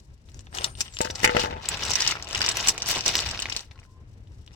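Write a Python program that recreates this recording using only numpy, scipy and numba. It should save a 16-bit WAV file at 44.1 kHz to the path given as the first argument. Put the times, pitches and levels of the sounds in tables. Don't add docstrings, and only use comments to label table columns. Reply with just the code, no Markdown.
import sys
import numpy as np
from scipy import signal
from scipy.fft import rfft, irfft, next_fast_len
from scipy.io import wavfile
from scipy.ndimage import uniform_filter1d
from numba import njit

SR = 44100
rng = np.random.default_rng(int(sys.argv[2]) if len(sys.argv) > 2 else 0)


def output_pcm(signal):
    pcm = np.clip(np.atleast_2d(signal).T, -1, 1) * 32767
    wavfile.write(sys.argv[1], SR, np.round(pcm).astype(np.int16))


N = 200765

# start_s (before KNOCK_DELAY_S), level_db, ring_hz,
# tick_minus_level_db (high tick, after the microphone), left_minus_right_db, chatter_minus_level_db, left_lead_ms
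KNOCKS = [(0.241, -58, 5500, -25, 3, -12, 0.2), (0.2873, -50.5, 3300, -19.0, 7, -5, 0.27),
          (0.2918, -51.0, 2170.0, -21.0, 3, -14.0, 0.23), (0.3171, -46, 7240.0, -19.0, 7, -14.0, 0.38),
          (0.3436, -38, 5900, -33.0, 7, -19, 0.02), (0.3693, -49, 7260.0, -21.0, 5.0, -12, 0.56),
          (0.3917, -37, 5800, -28.0, 7, -9, 0.02), (0.4058, -40.5, 5930, -29, 12, -8, -0.063),
          (0.4565, -53, 7260.0, -25.0, 12, -17, 0.091), (0.4677, -45.5, 1800, -29.0, 1, 2, 0.33),
          (0.5271, -35.5, 1720.0, -32.0, 4, -20, 0.28), (0.5428, -33.5, 1965, -24.0, 4.5, -22, 0.38),
          (0.5484, -28, 5470, -34.0, 8, -19, -0.026), (0.57, -26, 3450.0, -30.0, 11, -15, -0.31),
          (0.5744, -22, 6240, -31.0, 6, -26, 0.25), (0.585, -16.5, 3240, -37.0, 5.5, -23, 0.26),
          (0.6094, -29, 3250.0, -26.5, 9, -24, 0.49), (0.6185, -30, 3490.0, -28.0, 11, -20, 0.53),
          (0.6427, -7, 5650, -32, 7, -9.5, 0.27), (0.6735, -38.5, 1310.0, -29.0, 10, -8, -0.45),
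          (0.7114, -48, 6340, -25.0, 6, -10, -0.14), (0.7514, -38.5, 3600, -33.0, 7, -5, 0.35),
          (0.773, -38.5, 5320.0, -31.0, 3.0, -8, 0.0), (0.7797, -41.5, 3600, -28.0, 6.0, -12, 0.0),
          (0.806, -14, 5200, -32.0, 8, -11, 0.17), (0.8096, -13.5, 5190, -7, 0.5, -6.5, 0.21),
          (0.812, -27, 5200, -27.0, -2, -3, 0.51), (0.8147, -17, 5700, -23.0, 4, -30, 0.32),
          (0.8512, -42, 5210.0, -14, 1, -5, 0.41), (0.8572, -38, 3340, -34, 6, -17, 0.13),
          (0.8612, -38, 1960.0, -26.0, 2.0, -12, 0.24), (0.8646, -39, 3270.0, -31.0, 7, -12, 0.23),
          (0.874, -43, 5510.0, -32.0, -1, -16, 0.2), (0.8791, -34, 3200, -40.0, 6.0, -16, 0.14),
          (0.8836, -38.5, 3120.0, -36.0, 4, -15, 0.34), (0.8994, -47, 3250.0, -29.0, 2, -15, -0.11),
          (0.9248, -42.0, 7600, -37.0, 10, -14.0, 0.07), (0.9372, -33, 4660, -25.0, 4, -3.5, 0.2),
          (0.9468, -37, 7320.0, -38.0, 8, -9, 0.33), (0.9685, -24, 3300, -41.0, 4.5, -19, 0.23),
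          (0.9873, -18.5, 5640, -32, 8.5, -14.5, 0.25), (1.0077, -18, 1600, -12, 6, -8.5, -0.079),
          (1.0138, -17, 7700, -16, 23, -23, 0.13), (1.0162, -22, 5660, -20.0, -6.5, -13, -0.12),
          (1.0477, -19.5, 5170, -24.0, 0, -11, 0.062), (1.0559, -25, 1380, -27.0, 7, -10, 0.63),
          (1.0724, -26.5, 1460.0, -25.0, 6.5, -8, 0.6), (1.1015, -22, 3790, -37.0, 2, -6.5, 0.0),
          (1.108, -23, 5640, -39.0, -1.5, -10, -0.54), (1.1508, -31, 4800.0, -22.0, 3.5, -19, -0.02),
          (1.1534, -24, 4800.0, -27.5, 1.5, -12, 0.37), (1.1559, -21, 4720.0, -31.0, 3.5, -14, 0.028),
          (1.1879, -34, 3640.0, -29, 3.5, -11.5, 0.02), (1.1928, -26, 4670.0, -23, 2, -13, 0.02),
          (1.1949, -35, 1875, -25, 4, -13.5, -0.15), (1.2014, -25, 2115, -31, 7.5, -15, 0.33),
          (1.2437, -10, 2083, -24, 2.5, -6.5, -0.15), (1.246, -9.5, 2410, -20, -9.5, -16.5, 0.4),
          (1.2493, -14, 1824, -26.5, -11.5, -19, 0.48), (1.259, -12.5, 2097, -37.5, 12, -11.5, -0.057),
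          (1.2754, -13.5, 1470, -43.5, 4, -12.5, 0.52), (1.2937, -17, 1480, -40.0, 0.5, -15.5, 0.71),
          (1.3185, -27, 1470, -28.0, 0.5, -19, -0.064), (1.3194, -31, 1410, -30.0, 3.5, -12, 0.73),
          (1.33, -31, 1890.0, -32, 5, -14.0, 0.27), (1.3667, -10.5, 1745, -37, 13.5, -8.5, 0.23),
          (1.3954, -24.5, 3260, -29.0, 23, -12, 0.36), (1.4005, -23, 4960, -31.0, -8, -21, 0.0),
          (1.4036, -20, 5330, -28.0, 3.5, -9.5, 0.17), (1.4082, -27, 1340.0, -31.0, 7, -21, 0.68),
          (1.4141, -25.5, 4030, -30, 6.0, -22, -0.25), (1.4375, -24.5, 2090, -34.0, 8, -29, 0.26),
          (1.4475, -21, 1340.0, -34.0, 4, -19, 0.37), (1.4582, -21.5, 1470, -33.0, 10, -19, -0.089),
          (1.5002, -32, 2040, -41.0, 6, -11, 0.38), (1.5077, -29, 1810.0, -36.0, 6, -1.5, 0.14),
          (1.5116, -34.5, 1540, -35.0, 4, -2, 0.4), (1.5265, -40, 2370, -37.0, 4, -11, 0.085),
          (1.531, -35.5, 2200.0, -40.0, 3, -5, 0.58), (1.5389, -37, 2220.0, -40.0, 11, -19, 0.45),
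          (1.5432, -41, 1420.0, -38.0, -2, -16, 0.56), (1.5663, -35, 1310.0, -30.0, 5, -13, 0.54),
          (1.5711, -48, 1310.0, -34.0, 11, -17, -0.52), (1.5974, -42, 2000, -37.0, 11, -6, 0.53),
          (1.6017, -43.5, 1340.0, -36, 2, -12, 0.3), (1.6097, -36, 1360.0, -34.0, 7, -10, -0.33),
          (1.615, -39, 1380.0, -32.0, 9, -9, -0.51), (1.6285, -42, 5190.0, -36.0, 0.0, -18, 0.021),
          (1.6478, -30.5, 1600, -40.0, -0.5, -4.5, 0.12), (1.6557, -24, 4870.0, -43, 4.0, -23, 0.0),
          (1.6575, -27, 3740, -29.5, 9, -17, -0.41), (1.6605, -37.5, 5660, -26, 5, -16, 0.044),
          (1.6875, -8, 7500, -17.5, 1, -11.5, 0.0), (1.7126, -27, 1680.0, -27.5, 5, -29, -0.14),
          (1.7189, -25.5, 1680.0, -34, -3, -18.5, -0.11), (1.723, -34, 3700, -34.0, 3, -18, 0.3),
          (1.7376, -30.5, 1680.0, -38.0, -1, -18, -0.063), (1.7412, -26, 3060, -38.0, -7, -18, -0.025),
          (1.7439, -25.5, 3500, -37.0, 9, -19, 0.15), (1.7461, -40, 4940, -32.0, 1, -20, -0.17),
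          (1.7486, -36, 3120.0, -38.0, 1.0, -14.0, 0.3), (1.7626, -37, 5510.0, -32.0, 0, -21, 0.56),
          (1.771, -27.5, 3640.0, -39.0, -2, -6, 0.12), (1.7738, -26.5, 1570.0, -37.0, -1, -13.5, 0.24),
          (1.7924, -40, 5400, -36.0, 1.0, -14.0, -0.02), (1.7993, -43, 5510.0, -31.0, 0, -14.0, -0.23),
          (1.8056, -40, 5300, -29.0, -6, -14.0, -0.084), (1.8095, -36, 5490.0, -25.0, -1, -16, 0.1),
          (1.8231, -31, 2800.0, -34.0, 2.0, 3, 0.059), (1.8327, -19, 5500, -36.0, -0.5, -10, -0.02),
          (1.8353, -21.5, 5500, -37.0, 7, -21.5, 0.0), (1.8464, -28, 1610.0, -33.0, -5, -17, -0.52),
          (1.8505, -20, 5810.0, -31.0, 8, -8.5, -0.028), (1.8613, -22.5, 5030, -31.0, -4, -12, 0.017),
          (1.8648, -22.5, 5360.0, -27.0, 0, -15.5, -0.24), (1.8696, -37.5, 2330, -34.0, -3, -18, 0.0),
          (1.8801, -29, 5320, -36.0, 6.5, -2, 0.0), (1.8849, -26, 3830.0, -22.0, 11, -7, 0.26),
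          (1.8932, -25, 5230, -29.0, 1, -14, -0.4), (1.8956, -23, 5400, -31.0, 0, -9, 0.0),
          (1.8985, -21, 5230.0, -34.0, -7, -11, -0.05), (1.9042, -16, 6330.0, -26.0, 12, -12, -0.16),
          (1.91, -17, 5540, -30.0, 3.0, -19, -0.0039), (1.9126, -15, 4400, -34.0, -2, -26, 0.0),
          (1.9161, -13, 5300.0, -25.0, -4, -25, 0.46), (1.9353, -17.5, 5420, -28.0, 13.5, -7, 0.52),
          (1.9542, -9, 5470.0, -36.0, -18, -56, -0.07), (1.9589, -18.5, 5550, -32.5, 17, -18, -0.26),
          (1.9852, -22, 5020.0, -31.0, -4, -10.5, 0.32), (2.0014, -20.5, 7020.0, -24.0, 4.5, -12, 0.09),
          (2.0044, -12, 4930, -34.0, 4, -5.5, 0.05), (2.0165, -15, 4770, -28.0, 4, -10, 0.1),
          (2.0204, -14, 5400, -30.0, 1, -11.5, 0.05), (2.0485, -18.5, 2990.0, -45.0, 0.5, -9, 0.097),
          (2.0536, -20.5, 4800.0, -37.0, 4, -14.0, 0.09), (2.0639, -17, 3190.0, -35.0, 9.5, -15, 0.047),
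          (2.0745, -9, 5350, -37, 2, -21.5, 0.11), (2.0768, -10, 4800, -24, 2, -7, 0.09),
          (2.1071, -25, 3600.0, -36.0, -2, -5, -0.0067), (2.1092, -17.5, 3140, -39.0, 7, -27, 0.081),
          (2.1117, -16.5, 7100, -34.0, 7, -9.5, 0.017), (2.1153, -23, 5370, -26.0, -2, -10, 0.09),
          (2.1211, -16.5, 2180, -43.0, 4, -8.5, 0.11), (2.1534, -23.5, 1420.0, -40.0, 3, -14.0, 0.26),
          (2.1568, -33.5, 5360.0, -32.0, 3.0, -22, 0.0092), (2.1624, -33.5, 2480.0, -36.0, 11, -7, 0.14),
          (2.1671, -28.5, 1480, -34.0, -2, -2, 0.18), (2.1732, -42, 2580.0, -38.0, 0, -19, 0.39),
          (2.1822, -42, 2540.0, -45.0, 9, -13, -0.2), (2.1851, -41, 2390.0, -40.0, 1, -19, -0.33),
          (2.1981, -32, 2050.0, -40.0, 3.0, -14.0, 0.2), (2.2001, -44, 2890.0, -42.0, 3.0, -14.0, 0.27),
          (2.2142, -40, 3100.0, -32.0, 3, -14.0, 0.04), (2.2242, -22, 5380.0, -27.0, 2.5, -10, 0.13),
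          (2.2445, -29.5, 5400, -36.0, 5, -14.0, 0.11), (2.2702, -30, 2700, -29.0, 6, -16, 0.17),
          (2.2766, -31.5, 4260.0, -27.0, 2, -15, 0.27), (2.2875, -27.5, 7560, -24.0, 9, -16, 0.07),
          (2.3015, -30, 3220, -37.0, 1, -7, -0.071), (2.3094, -24.5, 3080, -42.0, 9, -26, 0.097),
          (2.3289, -19.5, 5300, -34.0, 7.5, -24, 0.11), (2.3469, -17, 2950, -39.0, -1.5, -5, 0.23),
          (2.3494, -16, 5300, -31, 7.5, -10.5, -0.29), (2.357, -22.5, 3000, -42.0, 13.5, -31, 0.11),
          (2.3753, -23.5, 6000, -33.0, 1, -6, 0.44), (2.3783, -28, 5940.0, -37.0, 6, -14.0, 0.12),
          (2.3901, -21, 5760, -32.0, 4.0, -17, 0.32), (2.4051, -18, 4800, -40.0, 5, -29, 0.02),
          (2.4078, -15, 1640, -35.0, -5, -12.5, 0.2), (2.416, -7, 4740, -45, 5.5, -27.5, -0.099),
          (2.4269, -20, 2650, -38.0, 5, -4, 0.091), (2.4411, -16.5, 2980, -41.0, 2.0, -8, 0.18),
          (2.4463, -19.5, 3020, -29.0, 5, -5, 0.061), (2.462, -12, 5200, -33, 4, -14, 0.0),
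          (2.469, -26, 7000, -16, 2, -8, 0.0), (2.488, -5, 5350, -32, 2, -10, -0.076),
          (2.498, -27, 2950, -24.0, -1, -13, -0.021), (2.5131, -20, 5040.0, -26.0, -1.5, -1.5, -0.02),
          (2.5204, -21, 7450.0, -30.0, 1.5, -22, 0.16), (2.5443, -35.5, 3900.0, -26.0, -4, -12, 0.0),
          (2.5697, -13.5, 5830, -0.5, 6.5, -9.5, 0.16), (2.596, -19, 5200, -30, 1, -6.5, -0.3),
          (2.6011, -19.5, 3100, -27.0, 6, -8.5, -0.042), (2.6067, -18.5, 5920, -35.0, 2, -13.5, -0.026),
          (2.6103, -26.5, 4390.0, -32.5, 4, -12.5, -0.11), (2.6286, -28, 1555, -34.5, 1.0, -11, -0.24),
          (2.6321, -27, 5900, -25, 5, -25.5, 0.07), (2.6595, -20, 2600, -22.0, 2.0, -12.5, 0.067),
          (2.6721, -7.5, 6000, -25, -1.5, -19.5, 0.0), (2.6846, 0.5, 6270, -18.5, 10.5, -10.5, -0.085),
          (2.6921, -5, 5600, -21.5, -5.5, -12, -0.07), (2.7019, -17.5, 5000, -24, 2, -12, 0.0),
          (2.7055, -23, 5800, -26, 2, -9, 0.0), (2.741, -36, 2110.0, -28.0, 0.0, -16, 0.0),
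          (2.746, -45, 2280.0, -14.0, 1, -14.0, -0.041), (2.7481, -37, 1400.0, -24.0, 1.5, -5, -0.056),
          (2.7782, -20.5, 5640, -26, 3, -6.5, -0.09), (2.8015, -29, 4610.0, -37.0, 3, -9, -0.02),
          (2.8202, -13.5, 5310, -31, 2.5, -10.5, 0.09), (2.8256, -26.5, 5580, -34.0, 1, -14, -0.13),
          (2.828, -22.5, 4140, -30.0, 1, -17, 0.13), (2.8596, -18.5, 4910.0, -31.0, -0.5, -17, -0.11),
          (2.8676, -27, 7180, -28.0, 18, -14.5, 0.45), (2.8731, -27.5, 4910, -26.0, 1.5, -21, -0.029),
          (2.882, -28, 5510.0, -17.0, 3.5, -14.0, -0.19), (2.887, -22.5, 5380.0, 14, 0, -21.5, -0.34),
          (2.8998, -26.5, 4570.0, -27.0, -1, -18, 0.077), (2.9058, -21.5, 5560.0, -27.0, 3, -6, -0.00029),
          (2.911, -12.5, 4430, -0.5, 4, -18, 0.14), (2.9158, -19, 3400.0, -35.0, 7.5, -16.5, 0.15),
          (2.9246, -21.5, 5510.0, -30.0, 2.5, -3, -0.07), (2.9491, -20, 3730.0, -29, 1.0, -14, 0.051),
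          (2.9509, -23, 5120, -31.0, 0, -14.5, 0.23), (2.9594, -24, 4240.0, -35.5, 11, -9, -0.28),
          (2.965, -21.5, 750, -45, 1.5, -17.5, 0.0), (2.9716, -28.5, 2250, -33.0, 2.5, -18, -0.14),
          (2.977, -21, 4820.0, -28.0, -2.5, -16, -0.09), (2.9838, -19.5, 5640.0, -37.0, 1, -15, -0.11),
          (2.9907, -22.5, 4800, -29, 4.5, -14.5, 0.19), (3.0074, -18.5, 5620.0, -34.5, 8.5, -23.5, 0.094),
          (3.0217, -30.5, 5340.0, -25, 7, -17, -0.004), (3.0323, -40.5, 5840.0, -34, 1, -13.5, -0.24),
          (3.0377, -32.5, 5080.0, -22.5, 7, -20.5, -0.07), (3.046, -34.5, 4500, -37, 2, -15, 0.0),
          (3.0599, -10.5, 5230.0, -28.5, 4.5, -20, -0.078), (3.062, -8.5, 5560, -33.5, -0.5, -20.5, -0.02),
          (3.0666, -16, 5990.0, -23.5, -1.5, -16, -0.17), (3.0791, -6.5, 5680, -24, -6.5, -14.5, 0.16),
          (3.0907, -15, 4820.0, -24.5, 4, -16.5, 0.015), (3.1055, -21.5, 5530.0, -31, 3.5, -17, 0.0),
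          (3.1118, -27, 4220, -32, 1.5, -14.5, -0.05), (3.1215, -23.5, 5570, -26, 1, -14.5, -0.05),
          (3.137, -21.5, 5200, -34, 0, -13.5, 0.0), (3.144, -26, 5400, -34, 0, -14, 0.0),
          (3.1531, -4, 4870.0, -43, -1, -21, 0.0), (3.1664, -13.5, 5770.0, -27, 5, -13, 0.0),
          (3.1787, -16, 4820, -29.5, 1, -12.5, 0.2), (3.1822, -16, 5960.0, -27.5, 0, -15.5, 0.0),
          (3.1893, -14, 3750.0, -22.5, 1, -13, 0.0), (3.2015, -13, 4810, -34.5, 5, -12, 0.095),
          (3.2065, -18, 4600, -36.0, 6.5, -15.5, -0.4), (3.2207, -21, 4440.0, -25, 1.5, -9, 0.09),
          (3.2239, -26, 1360.0, -23.0, 0, -15, -0.07), (3.2308, -33, 2220.0, -32.0, 0.5, -14.0, 0.09),
          (3.2337, -28.5, 3040.0, -34.0, 8, -14.5, 0.11), (3.2382, -28, 3570.0, -31.0, 6.5, -14, 0.098),
          (3.2598, -28, 2300, -40.0, 2, -8, -0.038), (3.2624, -26, 4560, -41.0, 5.5, -19.5, 0.05),
          (3.2671, -31.5, 4520.0, -18.0, 5, -18, -0.37), (3.284, -31.5, 5600.0, -39.0, 3.5, -11, 0.34),
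          (3.2874, -27, 5695, -36, 0, -15, 0.0), (3.2895, -24, 5600.0, -34.0, 2.5, -8, -0.065),
          (3.2987, -28, 5600.0, -33.0, 2.5, -12.5, 0.016), (3.3009, -31.5, 5710.0, -29.0, 9, -14.0, -0.029),
          (3.3083, -28, 2040, -33.0, 7, -20, 0.18), (3.3105, -17.5, 4870.0, -29.0, 5, -13, -0.12),
          (3.3138, -27, 5520, -30.0, 1.5, -17, 0.02), (3.3336, -31, 1590.0, -35.0, 1, -7, -0.086),
          (3.3424, -33, 2780.0, -43, 0, -2, 0.009), (3.3465, -25.5, 2480.0, -46.0, 2, -5, 0.1),
          (3.3535, -34, 2390.0, -37.0, 2.0, -16, 0.0039), (3.3554, -30.5, 2450.0, -33.0, 2, -14.0, 0.049),
          (3.358, -32.0, 2030, -35.0, 5, -11, 0.11), (3.3748, -29, 3040, -34, 1, -2, -0.02),
          (3.3916, -34, 2340, -37.0, 1, 8.5, -0.13), (3.4, -16.5, 7300, -23, 5, -25, 0.05),
          (3.4205, -17, 4650, -28.0, 1, -4.5, 0.07), (3.4258, -22.5, 3040.0, -30, 7, -22, -0.68),
          (3.4556, -21, 2200.0, -49.0, 0.0, -8, -0.047), (3.4632, -32, 3780, -42.0, 5.0, -18, 0.02),
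          (3.4867, -29.5, 2170.0, -37.0, 5, -7, 0.087), (3.4976, -24.5, 5710.0, -28.0, 6, -8.5, 0.05),
          (3.4999, -29, 2330.0, -28.0, 11, -16, 0.19), (3.5027, -27, 4870.0, -32.0, 3.0, -14.0, 0.1),
          (3.5188, -26, 2480, -29.0, 1, -17, 0.17), (3.5226, -21, 3230, -41.0, 10.5, -5.5, -0.27),
          (3.548, -32.5, 2400, -34.0, 8, -12, 0.072), (3.5634, -16, 5600, -38, 1.5, -2, 0.09),
          (3.5679, -38, 5340, -30.0, 1, -15, 0.44), (3.5709, -22.5, 5460, -29, 6.5, -13.5, -0.17),
          (3.5924, -25.5, 3680, -37.0, 2, -11, 0.11), (3.6007, -43, 3060.0, -33.0, 2, -14, 0.086),
          (3.6052, -34, 4850, -25, 3, -6, 0.66), (3.6104, -33.5, 6100, -25.0, 8, -16, 0.0),
          (3.6358, -54, 2540.0, -30.0, 2, -17, 0.2), (3.6622, -53, 3790.0, -31.0, 7, -14.0, -0.23),
          (3.7109, -44.5, 2300, -56.0, 2.5, 2.5, -0.004), (3.7155, -40, 2160, -51.0, 11, -25, -0.21),
          (3.7463, -59, 1380.0, -35.0, 4.0, -14.0, 0.11), (3.7574, -46, 1490.0, -32.0, 7.5, -20, 0.039),
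          (3.7595, -55.0, 1380.0, -36.0, -1, -16, 0.0), (3.777, -47, 2220.0, -41.0, 5.0, -17, 0.0076),
          (3.7894, -40.5, 2500, -39.0, 5, -13, 0.17), (3.7963, -49, 5600, -31.0, 6, -1, 0.11),
          (3.8172, -47, 1310.0, -35.0, 5, -14.0, 0.0039), (3.83, -45.5, 2200.0, -41.0, 1, -19, 0.098),
          (3.8335, -60, 2110.0, -37.0, 5.0, -14.0, 0.02), (3.8358, -52, 2150.0, -37.0, 15, -18, 0.36),
          (3.8498, -49.5, 1420.0, -37.0, 1, -20, 0.054), (4.2718, -53.5, 3350, -23, 6, -16, -0.028),
          (4.3183, -56, 5160, -22.5, 3.0, -6, -0.012), (4.4286, -59, 5700, -21, 0, -14.0, 0.2),
          (4.4631, -46, 5540, -17, 10, -10, 0.0), (4.4763, -39, 3400, -35, 4, -30, -0.073),
          (4.5081, -52, 1930, -36, 11, -11, 0.23), (4.5161, -50, 2480.0, -30, 3.5, -16, 0.21),
          (4.5313, -50.0, 5680.0, -29.0, 1.0, -6, 0.44), (4.5384, -45, 5190.0, -27.0, 3.0, -14, 0.34)]
# start_s, level_db, hardness_db_per_octave, spot_db (drive of second minus first rim mode),
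# pitch_shift_percent (pressed shell)
BLOWS = [(1.006, -22.5, -4.5, 1.5, 1.5), (1.053, -32, -3.5, -9.5, 2.3), (1.1, -35, -1.5, -8, 4.5),
         (1.233, -30.5, 3, -17.5, -4.5), (1.2437, -21.5, 6.5, 2.5, -0.5), (1.258, -30.5, -3.5, -14.5, 0),
         (1.276, -31.5, 7.5, 2, 0.1), (1.294, -26.5, 3.5, -22, -1.6), (1.349, -23.5, -5.5, -5, -1.5),
         (1.366, -22.5, -7, -4, 0.1), (1.396, -36, -8, -17, 2), (1.438, -29, 0.4, 12, -0.45),
         (1.459, -35.5, -0.5, -6, -0.5), (1.505, -41, -10.5, -12, 1.7), (1.527, -37, 0, 9, 1),
         (1.567, -42.5, -1, 7, 2.5)]
# pitch_hz, level_db, free_t60_s, left_lead_ms, rim_side (-1 first of the pair, 1 second)
BASIN_MODES = [(150, -16.5, 0.032, .3, -0.36), (222, -9, 0.041, 0.33, 0), (491, -7, 0.32, 0.54, -1),
               (878, -2, 0.26, 0.47, 1), (581.4, -5, 0.092, 0.18, 0), (657, -12, 0.063, 0.54, 0),
               (900, -14.5, 0.18, 0.64, 1), (1309, -9.5, 0.073, 0.32, 0), (1474, -2.5, 0.09, 0.49, 0.23),
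               (1600, -14, 0.026, 0.24, 0), (1820, -8, 0.1, .52, 0), (1950, -7, .05, 0.52, 0),
               (2090, 6.5, 0.017, .6, 0), (2250, -15, .05, .45, 0), (2960, -16, 0.03, .4, 0),
               (2430, -16, 0.08, 0.55, 0)]
# time_s, pitch_hz, level_db
BIRD = [(0.512, 8500, -68), (0.53, 8600, -60), (0.58, 8660, -63), (0.635, 8700, -48), (0.67, 9060, -55),
        (0.73, 8700, -59), (0.8, 8690, -56), (0.86, 8600, -59), (0.895, 8550, -60), (0.925, 7740, -57),
        (0.952, 7200, -49), (0.985, 7440, -52)]
# time_s, pitch_hz, level_db
FAINT_TONE = [(3.76, 1080, -67), (3.8, 1044, -63), (3.83, 1035, -80), (3.87, 1031, -67), (3.95, 1037, -68),
              (4.03, 1034, -70)]
# freq_hz, density_db (per Hz)
AIR_SPECTRUM = [(12, -41), (30, -7), (42, -5.5), (86, -3.5), (121, -8.5), (156, -17), (492, -28.5),
                (709, -34.5), (863, -35.5), (966, -33.5), (1180, -40), (2730, -40.5), (7730, -54),
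                (9500, -63), (16500, -60.5)]
# freq_hz, gain_db
MIC = [(100, -5), (1000, 0.5), (3000, 0.5), (4500, 2.5), (5800, 6.5), (7000, 0.5), (8000, 1.5),
       (8700, -2.5), (12000, -0.5), (16000, 4.5)]
# time_s, left_minus_right_db, left_lead_ms
WHERE = [(0, 7, 0.63), (.95, 2, 0.17), (1.002, 13, 0.046), (1.199, 4.5, 0.22), (1.248, 5.5, 0.49),
         (1.549, 4.5, 0.46), (1.62, 3, 0.034), (2.1, 3, 0.028), (2.7, 1.5, -0.045), (3.2, 2, -0.052),
         (3.6, 2.5, 0.047), (4.55, 8, 0.34)]
# start_s, length_s, rattle_start_db, rattle_end_db,
# grind_minus_rattle_db, grit_minus_rattle_db
STROKES = [(0.276, 0.19, -70.5, -73, -12, -2), (0.549, 0.12, -45.5, -46, 11, -4),
           (0.788, 0.16, -48.5, -68.5, 4.5, -3), (0.948, 0.11, -57.5, -41.5, -8.5, -10),
           (1.091, 0.13, -54.5, -44.5, 7, -10.5), (1.248, 0.013, -27, -51.5, 7.5, -2.5),
           (1.309, 0.14, -35.5, -35, 2, -21), (1.471, 0.11, -52.5, -58, 19, -23),
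           (1.631, 0.11, -42, -31.5, -0.5, -40.5), (1.796, 0.12, -36, -32.5, 0.5, -26),
           (1.93, 0.18, -34.5, -29.5, -9, -26), (2.13, 0.25, -51.5, -45.5, 7, -31),
           (2.326, 0.19, -35, -35, -2, -38), (2.543, 0.085, -35.5, -34.5, 1, -15),
           (2.67, 0.051, -35.5, -41.5, 4.5, -4.5), (2.742, 0.17, -44, -42.5, 5, -38),
           (2.88, 0.0098, -40, -32, -8.5, 1.5), (2.922, 0.055, -39, -35, 5.5, -28),
           (3.065, 0.06, -25, -33, -3.5, -23.5), (3.141, 0.079, -32.5, -33.5, -2, -24),
           (3.259, 0.31, -36.5, -47, -1, -44), (3.442, 0.16, -53, -48, -1, -14.5),
           (3.689, 0.13, -69.5, -69, 9.5, -29), (4.429, 0.13, -86, -59, 4, -17)]

AIR_RMS_DB = -44.5
MAX_RATTLE_LEAD_S = 0.00028
THUD_DB, THUD_DB_PER_DB = -46.5, 0.52
KNOCK_DELAY_S = 0.001003
STONE_TOP_HZ, LONGEST_RING_S = 7480, 0.006
RING_CYCLES, STRAY_SPREAD_DB = 12., 1.8
ONSET_S, SETTLE_T60_S = 0.026, 0.18
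STILL_DB = -80.5
THUMP_DB = 15.5
PITCH_SPREAD = .0012
FREE_S, HELD_RING = 1.2, 0.7
WET_DB, TOP_HZ = -12, 15950


def undb(db):
    return 10 ** (np.asarray(db) / 20)


def curves(table):
    s, *columns = np.transpose(table)
    return [np.interp(np.arange(N) / SR, s, c) for c in columns]


def colour(x, points):
    n = next_fast_len(N + 4096)
    hz, db = np.transpose(points)
    bin_hz = np.arange(n // 2 + 1) * SR / n
    gain = undb(np.interp(np.log(bin_hz + 1), np.log(hz), db))
    return irfft(rfft(x, n) * gain, n)[..., :N]


def walk(rate_hz):
    k = int(SR / rate_hz)
    steps = np.repeat(rng.standard_normal(N // k + 1), k)
    return 3.4 * uniform_filter1d(uniform_filter1d(steps, k), k)[:N]


@njit
def rings(n, start, hz, t60, size, rise):
    out = np.zeros(n)
    for k in range(len(start)):
        pole = 2j * np.pi * hz[k] / SR - np.log(1000) / (t60[k] * SR)
        i = int(np.ceil(start[k] * SR))
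        z = size[k] * np.exp(pole * (i - start[k] * SR))
        p = np.exp(pole)
        gap, q = 1., np.exp(-1 / (rise[k] * SR))
        for j in range(max(i, 0), min(n, i + int(t60[k] * SR))):
            gap *= q
            out[j] += z.imag * (1 - gap)
            z *= p
    return out


def heard(s, hz, t60, db, pan_db, lead_s, rise_s):
    columns = np.broadcast_arrays(s, hz, t60, db, pan_db, lead_s, rise_s)
    s, hz, t60, db, pan_db, lead_s, rise_s = (1. * v.ravel() for v in columns)
    hz = np.clip(hz, 40, .45 * SR)
    t60 = np.clip(t60, 3e-4, 2)
    rise_s = np.clip(rise_s, 1e-5, 1)
    return np.array([rings(N, s - e * lead_s, hz, t60, undb(db + e * pan_db), rise_s) for e in (.5, -.5)])


def knocks(count=3, length_s=0.003):
    start_s, db, hz, tick_db, pan_db, chatter_db, lead_ms = np.transpose(KNOCKS)[:, :, None]
    c = rng.standard_normal((len(start_s), 1 + 2 * count))
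    u = rng.random((len(start_s), count))
    s = start_s + KNOCK_DELAY_S
    tick_db = tick_db - np.interp(11500, *np.transpose(MIC))
    lead_s = lead_ms / 1000
    blow = contacts(s, db, hz, tick_db, pan_db, lead_s, cycles=RING_CYCLES, stray_db=-2.0, snap_db=1.5)
    thud_hz = np.array([280, 700, 1100]) * 2 ** (0.53 * c[:, :1])
    thud_db = THUD_DB + THUD_DB_PER_DB * (db + 24)
    thud_lead_s = 0.00046 * np.interp(s, *np.transpose(WHERE)[::2])
    thud = heard(s, thud_hz, 0.013, thud_db, pan_db, thud_lead_s, 0.00064)
    after_s = length_s * (2.2 * u - .35)
    fade_db = db + chatter_db + 4.0 - 5 * np.abs(after_s) / length_s + 2.0 * c[:, 1:1 + count]
    chatter_hz = hz * 2 ** (0.3 * c[:, 1 + count:1 + 2 * count])
    chatter = contacts(s + after_s, fade_db, chatter_hz, tick_db, pan_db, lead_s,
                       cycles=1.3, stray_db=5.0, snap_db=-5.0)
    return blow + thud + chatter


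def contacts(s, db, hz, tick_db, pan_db, lead_s, cycles, stray_db, snap_db):
    c = rng.standard_normal((s.size, 5)).T.reshape((5,) + s.shape)
    snap_hz = 3930.0 * (hz / 4000) ** 0.23
    snap = heard(s, snap_hz, 0.00093, db + snap_db, pan_db, lead_s, .00004)
    ring = heard(s, hz, np.minimum(cycles / hz, LONGEST_RING_S), db + 3, pan_db, lead_s, 0.00015)
    stray_hz = np.minimum(hz * 2 ** (0.44 * c[0] + 0.3), STONE_TOP_HZ * 2 ** (0.042 * c[2]))
    stray = heard(s, stray_hz, 0.0028, db + stray_db + STRAY_SPREAD_DB * c[1], pan_db, lead_s, .0001)
    body_db = db + stray_db - 8.5 + STRAY_SPREAD_DB * c[4]
    body = heard(s, hz * 2 ** (.3 * c[3] - .8), 0.0032, body_db, pan_db, lead_s, 0.0003)
    tick = heard(s, 11500 * 2 ** (0.2 * c[2]), 0.0012, db + tick_db, pan_db, lead_s, .00003)
    return snap + ring + stray + body + tick


def rattle(count=7500):
    level_db, grind_db, grit_db = strokes()
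    pan_db, lead_ms = curves(WHERE)
    u, c = rng.random((count, 3)), rng.standard_normal((count, 7))
    i, j = (u[:, :2].T * (N - 1)).astype(int)
    bunch_db = 1.1 * walk(42.0)
    spread_db = np.minimum(-3.8 * (np.log(1 - u[:, 2]) + 1.08), 8)
    fine_hz = np.minimum(3600 * 2 ** (0.69 * c[:, 1]), STONE_TOP_HZ * 2 ** (0.042 * c[:, 5]))
    fine_lead_s = MAX_RATTLE_LEAD_S * np.tanh(0.13 + 0.32 * c[:, 0])
    fine = contacts(i / SR, level_db[i] + bunch_db[i] + spread_db, fine_hz, -18 + 3 * c[:, 5],
                    pan_db[i] + 3 * c[:, 2], fine_lead_s, 14 * 2 ** (0.3 * c[:, 6]),
                    stray_db=-18.0, snap_db=6.5)
    grind = heard(j / SR, 800 * 2 ** (0.8 * c[:, 3]), 0.012, grind_db[j] + 1.2 * c[:, 4],
                  pan_db[j], lead_ms[j] / 1000, 0.00073)
    rumble_db = -52.0 + 1.1 * (grind_db[j] + 41.5)
    rumble = heard(j / SR, 80 * 2 ** (0.73 * c[:, 4]), 0.089, rumble_db, pan_db[j], 0.0001, 0.0035)
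    hiss = colour(rng.standard_normal((2, N)), [(1000, -19.5), (4000, 9.5), (9000, 6.5), (16000, -12.0)])
    hiss_db = grit_db + 0.33 * bunch_db + 2.0 * walk(130)
    grit = hiss * undb(hiss_db + np.array([pan_db, -pan_db]) / 2)
    return fine + grind + rumble + grit


def strokes():
    t = np.arange(0, N, 64) / SR
    s, length, start_db, end_db, grind_db, grit_db = np.transpose(STROKES)[:, :, None]
    held_db = start_db + (end_db - start_db) * np.clip((t - s) / length, 0, 1)
    swell_db = 20 * np.maximum(s - t, 0) / ONSET_S
    settle_db = 60 * np.maximum(t - s - length, 0) / SETTLE_T60_S
    push_db = held_db - swell_db - settle_db

    def total(db):
        power = np.sum(undb(db) ** 2, axis=0) + undb(STILL_DB) ** 2
        return np.interp(np.arange(N) / SR, t, 10 * np.log10(power))

    return total(push_db), total(push_db + grind_db), total(push_db + grit_db)


def basin():
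    s, db, hard_db, spot_db, shift = np.transpose(BLOWS)[:, :, None]
    hz, mode_db, t60, lead_ms, pair = np.transpose(BASIN_MODES)
    c = rng.standard_normal((len(s), 2, len(hz)))
    ring_db = db + mode_db + 0.88 * c[:, 0] + hard_db * np.log2(hz / 800) + pair * spot_db / 2
    bent_hz = hz * (1 + shift / 100 + PITCH_SPREAD * c[:, 1])
    ring_t60 = t60 * np.where(s < FREE_S, HELD_RING, 1)
    shell = heard(s, bent_hz, ring_t60, ring_db, 8.5, lead_ms / 1000, 0.000071)
    thump = heard(s, 420.0, 0.007, db + THUMP_DB, 1.6, 0.00015, 0.00035)
    return shell + thump


def scatter(x, t60, wet_db):
    t = np.arange(int(.15 * SR)) / SR
    envelope = np.exp(-np.log(1000) * t / t60) * np.minimum(t / 0.00019, 1)
    tail = rng.standard_normal((2, len(t))) * envelope
    tail *= undb(wet_db) / np.sqrt(np.sum(tail ** 2, axis=1, keepdims=True))
    wet = signal.fftconvolve(x, tail, axes=1)[:, :N]
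    return x + colour(wet, [(100, -14.0), (700, 0.5), (2500, 8.5), (16000, 8.5)])


def tone(table, waver, flicker_db, pan_db):
    hz, db = curves(table)
    t = np.arange(N) / SR
    edge = np.clip(np.minimum(t - table[0][0], table[-1][0] - t) / 0.0053, 0, 1)
    size = np.sqrt(2) * edge * undb(db + flicker_db * walk(270))
    phase = 2 * np.pi * np.cumsum(hz * (1 + waver * walk(180))) / SR
    return size * np.sin(phase) * undb([[pan_db / 2], [-pan_db / 2]])


def air():
    mid, side = rng.standard_normal((2, N))
    mid = colour(mid, [(20, 8.0), (400, 5.0), (1500, 1.5), (16000, -10.0)])
    side = colour(side, [(20, 0.0), (120, -14.5), (400, -3.0), (1500, 5.5), (16000, -10.5)])
    x = colour(np.array([mid + side, mid - side]), AIR_SPECTRUM)
    x = x * undb(0.8 * walk(3) + 0.9 * walk(26))
    return x * undb(AIR_RMS_DB) / np.sqrt(np.mean(x ** 2)) * undb([[1.5], [-1.5]])


def scene():
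    near = scatter(knocks() + rattle() + basin(), 0.041, WET_DB)
    bird = tone(BIRD, 0.0012, 1.2, 9.4)
    faint = tone(FAINT_TONE, 0.0006, 1.6, 0.64)
    return colour(near, MIC) + bird + faint + air()


def record(dry):
    x = signal.sosfilt(signal.butter(2, 30, "high", fs=SR, output="sos"), dry)
    x = x / (1 + np.abs(x / .68) ** 4) ** .25
    return signal.sosfilt(signal.ellip(12, .2, 95, TOP_HZ, fs=SR, output="sos"), x)


dry = scene()
out = record(dry)
output_pcm(out)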